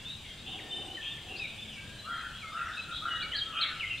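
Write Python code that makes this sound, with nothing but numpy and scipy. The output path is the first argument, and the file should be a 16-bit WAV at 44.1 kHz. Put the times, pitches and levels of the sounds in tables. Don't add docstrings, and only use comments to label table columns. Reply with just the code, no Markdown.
import sys
import numpy as np
from scipy import signal
from scipy.fft import rfft, irfft
from scipy.io import wavfile
from scipy.ndimage import uniform_filter1d, map_coordinates

SR = 44100
rng = np.random.default_rng(int(sys.argv[2]) if len(sys.argv) > 2 else 0)


def generate_wav(sig):
    pcm = np.round(np.clip(np.atleast_2d(sig).T, -1, 1) * 32767).astype(np.int16)
    wavfile.write(sys.argv[1], SR, pcm)


N = 176400

# (frequency [Hz], relative density [dB])
AIR_SPECTRUM = [(20, -5), (98, 2), (219, -5.5), (416, -13.5), (534, -12), (1230, -17.5), (1770, -13.5),
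                (2030, -18), (2610, -10.5), (3540, -9.5), (4430, -20), (8640, -29.5), (9390, -28.5),
                (15500, -36.5)]
# (frequency [Hz], relative density [dB])
RUSH_SPECTRUM = [(120, -22), (340, 5.5), (650, -8), (770, 5), (900, -12), (1150, -11), (2000, -48)]
# (peak time [s], half width [s], level [dB])
RUSH_SWELLS = [(0.534, 0.066, -52.5), (0.813, 0.21, -48.5), (1.338, .11, -51.5)]
# (frequency [Hz], correlation [0-1])
COHERENCE = [(90, 0.965), (380, 0.87), (950, 0.78), (2380, 0.88), (5980, 0.61), (15000, 0.022)]
# (time [s], length [s], first [Hz], middle [Hz], last [Hz], level [dB])
SINKING_TONE = (1.4, 0.77, 226, 207.5, 204.5, -59.5)
# (centre [Hz], width [Hz], level [dB], pulse depth [0-1])
INSECT_BANDS = [(8816, 180, -69, 0.54), (6140, 40, -72.5, 0.14), (7440, 730, -65, 0), (4860, 43, -70, 0)]
# (frequency [Hz], time to fall 60 dB [s])
WOOD_T60 = [(1300, 1), (3400, 0.84), (4600, 0.16)]
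# (frequency [Hz], side level [dB])
ECHO_WIDTH = [(1400, -19), (3500, -10)]
# (time [s], pitch [Hz], level [dB])
LEAD_HOOTS = [(2.417, 1296, -47), (2.874, 1380, -43.5), (3.451, 1307, -48.5)]
# (time [s], pitch [Hz], level [dB])
LOW_CALLS = [(2.041, 1387, -39.5), (2.513, 1380, -38), (3.008, 1388, -37.5), (3.513, 1344, -40.5)]
# (delay [s], length [s], first [ratio], middle [ratio], last [ratio], level [dB], pitch jitter [ratio])
SYLLABLES = [(0.00034, 0.1673, .85, 1, .94, 0, 0.0071), (.03, 0.184, 0.85, .93, .88, -9, 0.011),
             (.01, 0.211, 1.07, 1.12, 1.13, -9, 0.0637), (0.049, 0.23, 1.42, 1.34, 1.2, -11.5, 0.037),
             (.18, 0.0687, 1.1, 1.08, 1.01, -5.5, 0.042)]
# (time [s], length [s], first [Hz], middle [Hz], last [Hz], level [dB], echo over direct [dB])
WHISTLES = [ (0.051, 0.059, 3574, 3596, 3750, -41.5, 0.5), (0.584, 0.022, 2820, 2150, 1670, -46, -3),
            (.63, 0.13, 1817, 1810, 1810, -56.5, 2.5), (0.691, 0.083, 3582, 3606, 3606, -40, 2),
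            (0.72, 0.052, 3083, 3030, 3060, -39, 0), (0.875, 0.086, 2884, 3016, 3086, -43.5, 3),
            (.969, 0.043, 2027, 1778, 1790, -44.5, -5.5), (1.027, 0.059, 3160, 3240, 3220, -40.5, 2),
            (1.053, 0.107, 3495, 3580, 3530, -45.5, -2), (1.06, 0.118, 1763, 1791, 1808, -53, 18),
            (1.357, 0.034, 3910, 4770, 5030, -48, 7), (1.392, 0.067, 2650, 2480, 2207, -37.5, 3),
            (1.578, 0.065, 3477, 3492, 3640, -45, 0), (1.736, 0.076, 2615, 2255, 2370, -49, 21),
            (1.767, 0.21, 1590, 1604, 1696, -56.5, 12), (1.97, 0.083, 3930, 4067, 4095, -51.5, 20),
            (2.084, 0.12, 3400, 3214, 3196, -45.5, 3), (2.413, 0.086, 2590, 2130, 2130, -47, -2),
            (2.771, 0.041, 2630, 2580, 2546, -38, 1), (3.08, 0.11, 3004, 2895, 2884, -37, 3),
            (3.211, 0.047, 2620, 2325, 2210, -41, 0), (3.329, 0.072, 2140, 1662, 1650, -41, -3.5),
            (3.396, 0.046, 3260, 3218, 3270, -33.5, -7), (3.558, 0.084, 3137, 3175, 3030, -37, 1),
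            (3.797, 0.053, 3095, 2340, 2017, -33.5, 1), (3.894, 0.04, 2835, 2700, 2480, -34.5, 10),
            (3.976, 0.012, 3470, 3650, 3580, -42.5, 1.5), (0.688, 0.21, 7560, 8800, 7700, -64.5, -20)]
# (time [s], length [s], first [Hz], middle [Hz], last [Hz], level [dB])
CHIRPS = [ (0.079, 0.071, 3750, 3815, 3720, -45), (0.241, 0.064, 2414, 2100, 2130, -53),
          (0.276, 0.045, 3280, 3240, 3100, -47.5), (1.171, 0.023, 2500, 2115, 1780, -51),
          (1.287, 0.082, 2805, 2765, 2623, -43.5), (1.379, 0.13, 3630, 3783, 3620, -46.5),
          (1.679, 0.068, 3440, 3010, 2856, -46), (2.33, 0.06, 2804, 3300, 3360, -46.5),
          (2.562, 0.058, 3040, 2640, 2540, -47), (2.717, 0.13, 3520, 3895, 3950, -47.5),
          (3.152, 0.032, 3580, 3900, 3760, -45), (3.204, 0.033, 3010, 3950, 4520, -39.5),
          (3.317, 0.033, 2880, 3096, 3420, -33.5), (3.346, 0.026, 3650, 4400, 4570, -36.5),
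          (3.365, 0.032, 4434, 4196, 3500, -35), (3.584, 0.037, 3344, 3700, 4200, -40),
          (3.611, 0.03, 4306, 3810, 3350, -28), (3.618, 0.05, 2310, 2260, 2010, -38.5),
          (1.717, .05, 6800, 5420, 4300, -62), (2.433, 0.13, 4200, 4680, 5460, -64.5),
          (2.65, 0.19, 5800, 5230, 4900, -64.5)]
# (time [s], length [s], centre [Hz], swing [Hz], level [dB])
BUZZES = [(0.46, 0.092, 3214, 502, -41), (1.01, 0.096, 2970, 385, -41.5), (1.511, 0.12, 2706, 300, -52),
          (2.911, 0.067, 3513, 283, -38), (3.522, 0.107, 2752, 226, -39), (3.848, 0.08, 2790, 280, -42)]


def amp(db):
    return 10 ** (np.asarray(db) / 20)


def unit(x):
    return x / np.sqrt(np.mean(x ** 2) + 1e-20)


def value_at(points, hz):
    f, value = np.transpose(points)
    return np.interp(np.log(hz + 1), np.log(f + 1), value)


def add(mix, start, sound):
    part = mix[:, max(round(start * SR), 0):][:, :sound.shape[1]]
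    part += sound[:, :part.shape[1]]


def lean_left(db):
    return amp([[db / 2], [-db / 2]])


def drift(t, hz):
    return map_coordinates(rng.standard_normal(4096), [t * hz], order=3, mode="wrap")


def glide(length, first, middle, last):
    v = np.linspace(-1, 1, max(int(length * SR), 64))
    early, late = middle - first, last - middle
    slope = 2 * early * late / (early + late) if early * late > 0 else 0
    return middle + slope * v + np.where(v < 0, slope - early, late - slope) * v ** 2


def swelling(note, power):
    return unit(note * np.hanning(len(note)) ** (power / 2))


def tone(hz, jitter=0.003, jitter_hz=85.7):
    attack_s, release_s, overtone_db, flutter_db = 0.0023, 0.0039, -41, 3.5
    t = np.arange(len(hz)) / SR
    phase = 2 * np.pi * np.cumsum(hz * (1 + jitter * drift(t, jitter_hz))) / SR
    gate = np.clip(t / attack_s, 0, 1) * np.clip((t[-1] - t) / release_s, 0, 1)
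    level = np.sin(np.pi / 2 * gate) ** 2 * amp(flutter_db * drift(t, jitter_hz))
    return unit(level * (np.sin(phase) + amp(overtone_db) * np.sin(2 * phase)))


def among_trees(note, hz, echo_db):
    scatter_t60_s, scatter_db = 0.12, 2
    t = np.arange(30000) / SR
    reflections = rng.standard_normal((2, len(t))) * (rng.random((2, len(t))) < 0.05)
    tail = 1000 ** (-t / value_at(WOOD_T60, hz))
    scatter = amp(scatter_db) * 1000 ** (-t / scatter_t60_s)
    echoes = signal.fftconvolve(note[None], reflections * (tail + scatter), axes=1)
    strength = np.linalg.norm(note)
    mid, side = echoes / np.linalg.norm(echoes, axis=1, keepdims=True) * strength * amp(echo_db)
    centre = np.pad(note, (0, len(t) - 1)) + mid
    centre *= strength / np.linalg.norm(centre)
    side *= amp(value_at(ECHO_WIDTH, hz)) / np.hypot(1, amp(echo_db))
    return np.array([centre + side, centre - side])


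def stereo_noise(spectrum, patch_db=1.48):
    frames, hz = N // 512 + 6, np.fft.rfftfreq(2048, 1 / SR)
    a, b, c, d, patches = rng.standard_normal((frames, len(hz), 5)).T
    patches = unit(uniform_filter1d(uniform_filter1d(patches, size=16, axis=0), size=10, axis=1))
    likeness = value_at(COHERENCE, hz)[:, None]
    left = a + 1j * b
    right = likeness * left + np.sqrt(1 - likeness ** 2) * (c + 1j * d)
    colour = amp(value_at(spectrum, hz)[:, None] + patch_db * patches)
    _, noise = signal.istft(np.array([left, right]) * colour, nperseg=2048, noverlap=1536)
    return unit(noise[:, :N])


def air_and_rush(air_db=-48.5):
    t = np.arange(N) / SR
    swell = sum(amp(db) * np.exp(-((t - peak) / width) ** 2) for peak, width, db in RUSH_SWELLS)
    return amp(air_db) * stereo_noise(AIR_SPECTRUM) + swell * stereo_noise(RUSH_SPECTRUM)


def sinking_tone():
    out = np.zeros((2, N))
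    start, length, first, middle, last, db = SINKING_TONE
    note = tone(glide(length, first, middle, last))
    add(out, start, amp(db) * among_trees(note, middle, echo_db=-2))
    return out


def insects(pulse_hz=15):
    t, f, out = np.arange(N) / SR, np.fft.rfftfreq(N, 1 / SR), np.zeros((2, N))
    pulse = np.cos(2 * np.pi * (pulse_hz * t + 0.019 * drift(t, 1.83)))
    for hz, width, db, depth in INSECT_BANDS:
        passband = np.exp(-0.5 * ((f - hz) / width) ** 2)
        shrill = irfft(rfft(rng.standard_normal((3, N))) * passband, N)
        vigour = np.clip(1 + drift(t, 1.88) / 2, 0, 2)
        out += amp(db) * unit((shrill[:2] + shrill[2]) * (1 - depth * pulse * vigour))
    return out


def far_chorus(per_second=16, centre_hz=3214, db=-56):
    out = np.zeros((2, N + SR))
    for slot in range(int(per_second * (N + SR) / SR)):
        offset, size, height = rng.random(3)
        hz = centre_hz * np.exp(0.19 * (2 * height - 1))
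        pitches = hz * (1 + 0.08 * rng.standard_normal(3))
        note = tone(glide(0.057 + 0.047 * size, *pitches))
        add(out, (slot + offset) / per_second, amp(db) * among_trees(note, hz, echo_db=12))
    return out[:, SR:]


def hoot(hz, jitter, jitter_hz=347.7, undertone_db=-25.5):
    voice = tone(hz, jitter, jitter_hz)
    undertone = amp(undertone_db) * tone(hz / 2, 2 * jitter, jitter_hz)
    return swelling(voice + undertone, power=0.83)


def low_bird(echo_db=-2):
    out = np.zeros((2, N))
    for start, hz, db in LEAD_HOOTS:
        note = hoot(glide(0.1, hz, hz, hz), jitter=0.012)
        add(out, start, amp(db) * among_trees(note, hz, echo_db))
    for start, hz, db in LOW_CALLS:
        for delay, length, first, middle, last, part_db, jitter in SYLLABLES:
            note = hoot(hz * glide(length, first, middle, last), jitter)
            add(out, start + delay, amp(db + part_db) * among_trees(note, hz, echo_db))
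    return out


def songbirds(buzz_hz=55.5):
    out = np.zeros((2, N))
    blur = dict(jitter=0.025, jitter_hz=597.8)
    for start, length, first, middle, last, db, echo_db in WHISTLES:
        note = swelling(tone(glide(length, first, middle, last)), power=0.065)
        add(out, start, amp(db) * among_trees(note, middle, echo_db))
    for start, length, first, middle, last, db in CHIRPS:
        note = tone(glide(length, first, middle, last), **blur)
        add(out, start, amp(db) * among_trees(note, middle, echo_db=1))
    for start, length, hz, swing, db in BUZZES:
        t = np.arange(0, length, 1 / SR)
        pitch = hz + swing * np.sin(2 * np.pi * (buzz_hz * t + rng.random()))
        add(out, start, amp(db) * among_trees(tone(pitch, **blur), hz, echo_db=7.5))
    return out


def scene():
    background = air_and_rush() + sinking_tone()
    wildlife = insects() + songbirds() + low_bird() + far_chorus()
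    return background * lean_left(db=1) + wildlife * lean_left(db=1.5)


def record(dry):
    cutoff_hz = 15750
    lowpass = signal.firwin(801, cutoff_hz, window=("kaiser", 9), fs=SR)
    return signal.oaconvolve(dry, lowpass[None], "same")


dry = scene()
out = record(dry)
generate_wav(out)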